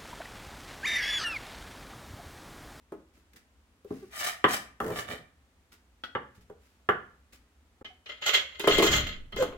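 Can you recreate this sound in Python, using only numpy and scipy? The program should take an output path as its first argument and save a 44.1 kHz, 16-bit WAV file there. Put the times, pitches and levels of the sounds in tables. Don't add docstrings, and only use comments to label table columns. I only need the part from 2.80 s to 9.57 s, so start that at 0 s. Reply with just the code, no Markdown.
import sys
import numpy as np
from scipy import signal
from scipy.fft import rfft, irfft, next_fast_len
from scipy.io import wavfile
from scipy.ndimage import uniform_filter1d

SR = 44100
rng = np.random.default_rng(int(sys.argv[2]) if len(sys.argv) > 2 else 0)


def generate_wav(signal):
    frames = np.transpose(np.atleast_2d(signal))
    scaled = np.clip(frames, -1, 1) * 32767
    pcm = np.round(scaled).astype(np.int16)
    wavfile.write(sys.argv[1], SR, pcm)


N = 298557
TIME = np.arange(N) / SR


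def from_db(db):
    return 10 ** (np.asarray(db) / 20)


def rms_one(x):
    return x / np.sqrt(np.mean(x ** 2) + 1e-20)


def at_hz(points, hz):
    table = np.array(points)
    return np.interp(np.log(np.maximum(hz, 1)), np.log(table[:, 0]), table[:, 1])


def add(out, start_s, sound):
    at = round(start_s * SR)
    out[:, at:at + sound.shape[1]] += sound[:, :N - at]


def drift(per_s):
    points = rng.standard_normal(N // 16)
    return rms_one(np.interp(TIME * per_s, np.arange(N // 16), points))


# pitch_hz, correlation (no unit)
LIKENESS = [(100, 0.96), (350, 0.94), (800, 0.61), (1500, .15), (4000, 0)]


def noise(spectrum=((1, 0), (SR, 0)), size=N):
    padded = next_fast_len(size, real=True)
    hz = np.fft.rfftfreq(padded, 1 / SR)
    mid, side = rfft(rng.standard_normal((2, padded))) * from_db(at_hz(spectrum, hz))
    alike = np.clip(at_hz(LIKENESS, hz), -1, 1)
    pair = np.sqrt(1 + alike) * mid + np.sqrt(1 - alike) * side * [[1], [-1]]
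    return rms_one(irfft(pair, padded)[:, :size])


def resonate(x, modes):
    out = 0
    for k, (hz, width_hz, level_db) in enumerate(modes):
        r = np.exp(-np.pi * width_hz / SR)
        feed = np.array([1, 0, -1]) * (1 - r * r) / 2
        feedback = [1, -2 * r * np.cos(2 * np.pi * hz / SR), r * r]
        out = out + (-1) ** k * from_db(level_db) * signal.lfilter(feed, feedback, x)
    return out


def stroke(start_s, length_s, attack_s, release_s):
    age = TIME - start_s
    swell = np.sin(np.pi / 2 * np.clip(age / attack_s, 0, 1)) ** 2
    return swell * np.exp(-np.clip((age - length_s) / release_s, 0, 20))


def friction(rough_db, slips_per_s):
    return rms_one(from_db(rough_db * np.clip(drift(slips_per_s), -2, 2)))


def slips(per_s, spread_db):
    size = from_db(spread_db * np.minimum(rng.exponential(1, N), 3.5))
    happens = rng.random(N) < per_s / SR
    return rms_one(happens * size * rng.standard_normal((2, N)))


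def radiate(source, spectrum, ring_s):
    t = TIME[:SR // 20]
    plate = noise(spectrum, size=len(t)) * np.exp(-t / ring_s)
    return rms_one(signal.fftconvolve(source[None], plate, axes=1)[:, :N])


def first_10_ms(x):
    return x / np.sqrt(np.mean(x[:, :SR // 100] ** 2))


def blows(rows, modes, vary_db, bass_hz, firm_hz, soft_bass_db, tick_s, dense_db, dense_s, dense_hz,
          graze_db, graze_s, favour_db=0, favour_width=0.34):
    out, t = np.zeros((2, N)), TIME[:SR // 5]
    dense_colour = [(dense_hz / 50, -25), (dense_hz / 15, 0), (dense_hz, 0), (2 * dense_hz, -22)]
    for start_s, level_db, contact_hz, tick_db, *favoured in rows:
        graze = noise(size=len(t)) * t * np.exp(-t / graze_s)
        graze = graze / np.sqrt(np.sum(graze ** 2) / 2)
        push = (t == 0) + from_db(graze_db) * graze + 1e-18
        varied = np.array(modes) + np.outer(vary_db * rng.standard_normal(len(modes)), [0, 0, 1])
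        ring = resonate(push, varied)
        dense = noise(dense_colour, size=len(t)) * np.exp(-t / dense_s)
        body = first_10_ms(ring) + from_db(dense_db) * first_10_ms(dense)
        body = signal.sosfilt(signal.butter(2, min(contact_hz, SR / 2 - 1), fs=SR, output="sos"), body)
        bass_db = soft_bass_db * np.log2(firm_hz / contact_hz)
        bass = signal.lfilter(*signal.butter(1, bass_hz, fs=SR), body)
        body = body + (from_db(bass_db) - 1) * bass
        body = body + resonate(body, [(hz, favour_width * hz, favour_db) for hz in favoured])
        tick = noise(size=len(t)) * np.exp(-t / tick_s)
        blow = first_10_ms(body) + from_db(tick_db) * first_10_ms(tick)
        add(out, start_s, from_db(level_db) * blow)
    return out


# pitch_hz, decay_s
ROOM_T60 = [(80, 0.68), (300, 0.4), (800, 0.38), (1700, 0.43), (4000, 0.33), (8000, .3), (15000, 0.24)]
# pitch_hz, width_hz, level_db
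ROOM_MODE = [(71, 8.5, 4)]


def kitchen(x, early_db, late_db, early_t60_s=0.11):
    t = TIME[:SR // 2]
    hz = np.fft.rfftfreq(len(t), 1 / SR)
    field = rfft(noise(size=len(t)))
    tail = 0
    for centre_hz, t60_s in ROOM_T60:
        share = at_hz([(f, f == centre_hz) for f, _ in ROOM_T60], hz)
        tail = tail + irfft(field * share, len(t)) * from_db(-60 * t / t60_s)
    early = noise(size=len(t)) * from_db(-60 * t / early_t60_s)
    echoes = from_db(early_db) * rms_one(early * (t > .002)) + from_db(late_db) * rms_one(tail * (t > .008))
    reflected = signal.fftconvolve(x, echoes / np.sqrt(len(t)), axes=1)[:, :N]
    return x + reflected + resonate(x, ROOM_MODE)


# pitch_hz, level_db
AIR_COLOUR = [(20, -31), (40, -17.5), (55, 0), (72, 0.5), (100, -13.5), (140, -21.5), (240, -13),
              (330, -20), (600, -23.5), (1300, -24.5), (3000, -29.5), (5000, -34.5), (7500, -35),
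              (16000, -44.5)]
AIR_DB = -64.5


def still_air():
    return from_db(AIR_DB) * noise(AIR_COLOUR)


# pitch_hz, level_db
SWAY_COLOUR = [(10, 8.5), (20, 14), (26, 16.5), (34, 6), (50, 5), (100, -60.5)]
# pitch_hz, level_db
GRIND_COLOUR = [(35, -8), (55, 0.5), (72, 3), (90, -0.5), (120, -3.5), (200, -6), (450, -18.5), (800, -32),
                (2000, -59)]
# start_s, length_s, level_db
SHOVES = [(5.867, 0.17, -43), (6.085, 0.073, -33), (6.527, 0.08, -44)]
SHOVE_ATTACK_S, SHOVE_RELEASE_S = 0.016, 0.1
LEAN_START_S, LEAN_LENGTH_S, LEAN_ATTACK_S, LEAN_RELEASE_S, LEAN_DB = 5.81, 0.51, 0.17, 0.48, -41


def hob():
    sway = from_db(LEAN_DB) * stroke(LEAN_START_S, LEAN_LENGTH_S, LEAN_ATTACK_S, LEAN_RELEASE_S)
    grind = sum(from_db(level_db) * stroke(start_s, length_s, SHOVE_ATTACK_S, SHOVE_RELEASE_S)
                for start_s, length_s, level_db in SHOVES)
    return sway * noise(SWAY_COLOUR) + grind * noise(GRIND_COLOUR)


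# start_s, level_db, time_to_peak_s
RUSTLES = [(0.33, -68, 0.028), (0.532, -59.5, 0.0036), (0.558, -54, 0.0087), (1.061, -61.5, 0.077),
           (2.917, -55.5, 0.01), (3.546, -61.5, 0.0098), (3.608, -63.5, 0.0084), (3.794, -70.5, 0.061),
           (4.523, -53.5, 0.011)]
# pitch_hz, level_db
LEAF_COLOUR = [(300, -1), (900, -10), (1500, 0.5), (2200, 0.5), (3300, -4.5), (5000, -5), (9000, -9.5),
               (16000, -13)]


def greens():
    swell = 0
    for start_s, level_db, peak_s in RUSTLES:
        age = np.maximum(TIME - start_s, 0) / peak_s
        swell = swell + from_db(level_db) * age * np.exp(1 - age)
    return swell * noise(LEAF_COLOUR) * friction(rough_db=2.5, slips_per_s=460)


# start_s, length_s, pitch_hz, level_db
SQUEAKS = [(1.12, .028, 266, -41.5), (1.221, .022, 400, -42), (2.035, .09, 448, -38),
           (5.098, .018, 785, -54), (6.584, .018, 528, -29), (6.60, .03, 528, -20.5)]
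# multiple (of the pitch), level_db
SQUEAK_PARTIALS = [(1, 6), (2, -16), (3, -14), (4, -23), (5, -25), (6, -29)]
SQUEAK_ATTACK_S, SQUEAK_RELEASE_S = .009, .009
SQUEAK_SAG = 0.054


def squeaks(jitter=0.02, rough_db=2.5):
    out, waver = 0, 1 + jitter * drift(300)
    for start_s, length_s, hz, level_db in SQUEAKS:
        sag = 1 - SQUEAK_SAG * np.clip((TIME - start_s) / length_s, 0, 1)
        phase = 2 * np.pi * np.cumsum(hz * waver * sag) / SR
        tone = sum(from_db(partial_db) * np.sin(multiple * phase) for multiple, partial_db in SQUEAK_PARTIALS)
        envelope = stroke(start_s, length_s, SQUEAK_ATTACK_S, SQUEAK_RELEASE_S)
        out = out + from_db(level_db) * rms_one(tone) * envelope
    return out * friction(rough_db, 250) * np.ones((2, 1))


# start_s, level_db, contact_cutoff_hz, tick_db
CLUNKS = [(0.1205, -35.5, 1000, -24), (5.797, -36, 1200, -29), (5.839, -27.5, 1300, -32),
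          (5.8725, -13.5, 1400, -24), (5.981, -17.5, 680, -31), (5.997, -18, 900, -34),
          (6.023, -17, 1500, -29), (6.041, -25.5, 1500, -27), (6.064, -26, 1200, -28),
          (6.562, -33.5, 900, -35), (6.623, -25, 1800, -15.5), (6.724, -41.5, 3200, -26)]
# pitch_hz, width_hz, level_db
COOKER = [(215.3, 41, -7), (285, 26, -1.5), (317, 18.4, 6.5), (405, 38, 5.5), (475, 43, 2.5),
          (562, 78, -3.5), (687, 40, -4.5), (851, 42, -4.5), (994, 71, -3), (1080, 84, -2.5),
          (1257, 50, -4.5), (1500, 170, -12.5)]


def cooker_clunks():
    return blows(CLUNKS, COOKER, vary_db=0.0, bass_hz=250, firm_hz=2000, soft_bass_db=5, tick_s=0.007,
                 dense_db=-7.5, dense_s=0.017, dense_hz=3400, graze_db=-10.0, graze_s=0.0013)


# start_s, length_s, ring_db, hiss_db
SLIDES = [(5.276, 0.047, -42.5, -66), (5.408, 0.095, -37, -53), (5.454, 0.034, -28, -32.5),
          (5.528, 0.021, -24.5, -29), (5.706, 0.078, -50.5, -69), (5.785, 0.069, -50, -47.5),
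          (5.887, 0.11, -26, -38.5), (6.014, 0.057, -30, -27.5), (6.104, 0.082, -28, -30.5),
          (6.262, 0.01, -33, -42), (6.564, 0.064, -41.5, -43.5)]
# pitch_hz, width_hz, level_db
STEEL = [(430, 96, -8.5), (606, 62, -3.5), (1055, 40, -10.5), (1276, 41, -3), (1490, 100, -6.5),
         (1713, 99, -7), (1912, 64, -2), (2079, 34, 5), (2207, 68, -2.5), (2500, 61, -2), (2747, 65, -0.5),
         (3000, 71, 3), (3134, 49, 3), (3260, 31, 5.5), (3310, 26, 3.5), (3520, 194, -3.5),
         (3890, 22, -8.5), (4030, 42, -3), (4300, 193, -7), (4884, 44, -11), (6000, 310, -21),
         (6570, 70, -32), (7020, 81, -13), (7140, 20, -10), (7240, 60, -26), (8700, 140, -39.5)]
# pitch_hz, level_db
RIM_HISS = [(300, -4.5), (600, 4), (1200, 14), (2500, 11.5), (4300, 14), (5300, 3.5), (7000, 16),
            (9000, -16), (12000, 1), (14000, 3.5), (16000, -13)]
SLIDE_ATTACK_S, RING_RELEASE_S, HISS_RELEASE_S = 0.012, 0.034, 0.014


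def lid_slides(ring_trim_db=-3, hiss_trim_db=-1):
    ring_level = sum(from_db(ring_db) * stroke(start_s, length_s, SLIDE_ATTACK_S, RING_RELEASE_S)
                     for start_s, length_s, ring_db, _ in SLIDES)
    hiss_level = sum(from_db(hiss_db) * stroke(start_s, length_s, SLIDE_ATTACK_S, HISS_RELEASE_S)
                     for start_s, length_s, _, hiss_db in SLIDES)
    grain = friction(rough_db=4.5, slips_per_s=250) * rng.standard_normal(N)
    ring = rms_one(resonate(slips(per_s=300, spread_db=3.5), STEEL))
    hiss = radiate(grain, RIM_HISS, ring_s=0.0055)
    return from_db(ring_trim_db) * ring_level * ring + from_db(hiss_trim_db) * hiss_level * hiss


# start_s, level_db, contact_cutoff_hz, tick_db
CLINKS = [(5.046, -42, 4500, -27), (5.259, -44, 6000, -28.5), (5.291, -39.5, 4000, -25),
          (5.419, -38, 3500, -32), (5.466, -30, 7000, -18), (5.539, -21, 9100, -16),
          (5.549, -26, 6000, -28), (5.796, -34, 6000, -5), (5.838, -35.5, 5000, -20),
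          (5.875, -23, 4960, -9), (5.984, -26, 9100, -5.5), (6.026, -26, 8000, -6),
          (6.067, -24.5, 8000, -16), (6.126, -25, 8050, -15), (6.522, -42, 3000, -21),
          (6.562, -36.5, 5000, -11)]


def lid_clinks():
    return blows(CLINKS, STEEL, vary_db=3.0, bass_hz=900, firm_hz=6000, soft_bass_db=6.5, tick_s=0.0021,
                 dense_db=-9.0, dense_s=0.02, dense_hz=6000, graze_db=14, graze_s=0.0039)


# start_s, length_s, level_db, weight_db (pressure on the blade)
SWEEPS = [(1.289, .19, -32.5, -20), (1.656, 0.086, -31, -18), (2.099, 0.096, -33.5, -6.5),
          (2.258, 0.068, -35.5, -2.5)]
# pitch_hz, width_hz, level_db
BLADE = [(260, 53, -25), (430, 63, -19), (600, 61, -3), (699, 77, 1.5), (1200, 55, 3.5), (1400, 140, -4),
         (1814, 100, 3.5), (2328, 69, 1.5), (3020, 120, -2.5), (3690, 180, -6.5), (4330, 250, -13)]
# pitch_hz, level_db
WOOD_HISS = [(600, -24.5), (1500, 1), (3000, -2), (4500, -1.5), (7000, 0.5), (10000, -1), (16000, -5)]
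# pitch_hz, level_db
BOARD_RUMBLE = [(30, -21), (75, -1), (110, -2.5), (220, -2.5), (450, -2), (700, -4.5), (1500, -32.5)]
SWEEP_RELEASE_S = .026
HISS_LOSS_PER_WEIGHT = 0.52
SKID_START_S, SKID_LENGTH_S, SKID_ATTACK_S, SKID_RUMBLE_DB = 2.005, 0.11, .009, -40


def knife_sweeps(blade_db=-1, hiss_db=-13, board_db=-4, bend=.03):
    lumps = friction(rough_db=1.8, slips_per_s=70)
    grip = lumps * friction(rough_db=3.0, slips_per_s=500)
    catches = lumps * slips(per_s=700, spread_db=3.0)
    blade, edge = 0, 0
    board = from_db(SKID_RUMBLE_DB) * stroke(SKID_START_S, SKID_LENGTH_S, SKID_ATTACK_S, SWEEP_RELEASE_S)
    for start_s, length_s, level_db, weight_db in SWEEPS:
        speed = from_db(level_db) * stroke(start_s, length_s, length_s, SWEEP_RELEASE_S)
        blade = blade + from_db(blade_db) * speed
        edge = edge + from_db(hiss_db - HISS_LOSS_PER_WEIGHT * weight_db) * speed
        board = board + from_db(board_db + weight_db) * speed
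    warped = np.cumsum(1 + bend * drift(14)) / SR

    def bent(sound):
        return rms_one(np.array([np.interp(warped, TIME, side) for side in sound]))

    ring = bent(resonate(catches, BLADE))
    hiss = bent(radiate(grip * rng.standard_normal(N), WOOD_HISS, ring_s=0.0044))
    return blade * ring + edge * hiss + board * lumps * noise(BOARD_RUMBLE)


# start_s, level_db, contact_cutoff_hz, tick_db
BLADE_TAPS = [(3.237, -34, 4500, -24.5)]
# pitch_hz, width_hz, level_db
FLAT_BLADE = [(258, 28, 0), (1300, 47, -2), (1464, 41, -2), (1960, 22, -5), (2570, 82, -15), (3320, 54, 0),
              (3690, 21, -13), (4030, 52, -8)]


def blade_taps():
    return blows(BLADE_TAPS, FLAT_BLADE, vary_db=2.5, bass_hz=400, firm_hz=4000, soft_bass_db=1, tick_s=0.0092,
                 dense_db=-4.5, dense_s=0.0088, dense_hz=4500, graze_db=-6, graze_s=.002)


SKIPS_PER_S, SKIP_DB, SKIP_CONTACT_HZ, SKIP_TICK_DB = 52, -38.5, 1500, -12.5


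def skips(count=5):
    rows = []
    for k, (late, hard) in enumerate(rng.standard_normal((count, 2))):
        start_s = SKID_START_S + (k + 2 + 0.09 * late) / SKIPS_PER_S
        rows.append((start_s, SKIP_DB + 2 * hard, SKIP_CONTACT_HZ, SKIP_TICK_DB))
    return rows


# start_s, level_db, contact_cutoff_hz, tick_db, favoured_hz
KNOCKS = [(0.372, -61.5, 500, -13, 300), (0.542, -61.5, 400, -17, 250), (1.046, -44, 455, -22, 400),
          (1.106, -30, 440, -49, 280), (1.6415, -14, 2500, -32.5, 1000), (2.002, -27.5, 1910, -20.5, 1080),
          (3.351, -26.5, 2000, -54, 1000), (3.578, -54, 148.8, -30, 89), (3.699, -42.5, 1000, -28.5, 430),
          (4.0885, -17, 1900, -32, 1550), (5.011, -46, 800, -30, 215)]
# pitch_hz, width_hz, level_db
BOARD = [(176, 30, -4.5), (261, 19, 0.5), (400, 48, 0.5), (480, 78, 0.5), (610, 62, -2.5), (761, 120, -6.5),
         (824, 79, -4.5), (1000, 96, -3), (1181, 180, -0.5), (1310, 160, -1), (1480, 130, -4),
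         (1810, 150, -4.5), (2080, 97, -8.5), (3100, 450, -5.5), (3675, 290, -12.5)]


def knife_knocks():
    return blows(KNOCKS + skips(), BOARD, vary_db=0.5, bass_hz=300, firm_hz=2200, soft_bass_db=4.0,
                 tick_s=0.0044, dense_db=-3, dense_s=.013, dense_hz=1800, graze_db=-3, graze_s=0.0013,
                 favour_db=3)


def scene():
    board = kitchen(from_db(-1) * (knife_knocks() + blade_taps()), early_db=-3.5, late_db=-7.5)
    rubbing = kitchen(knife_sweeps() + greens(), early_db=-7.5, late_db=-7.5)
    squeaking = kitchen(squeaks(), early_db=-11, late_db=-12)
    steel = from_db(-1.0) * lid_clinks() + from_db(-2.5) * cooker_clunks() + lid_slides()
    cooker = kitchen(steel, early_db=-3.5, late_db=-6.0)
    return board + rubbing + squeaking + cooker + hob() + still_air()


# start_s, end_s
DROPOUT = (5.028, 5.045)
STOPBAND_HZ = 16800


def record(dry, lag_s=.00011):
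    right = np.interp(TIME - round(lag_s * SR) / SR, TIME, dry[1])
    pair = np.array([dry[0], right])
    dropped = (TIME > DROPOUT[0]) & (TIME < DROPOUT[1])
    heard = uniform_filter1d(np.where(dropped, .03, 1.), size=64)
    return signal.sosfilt(signal.cheby2(20, 70, STOPBAND_HZ, fs=SR, output="sos"), pair * heard)


dry = scene()
out = record(dry)
generate_wav(out)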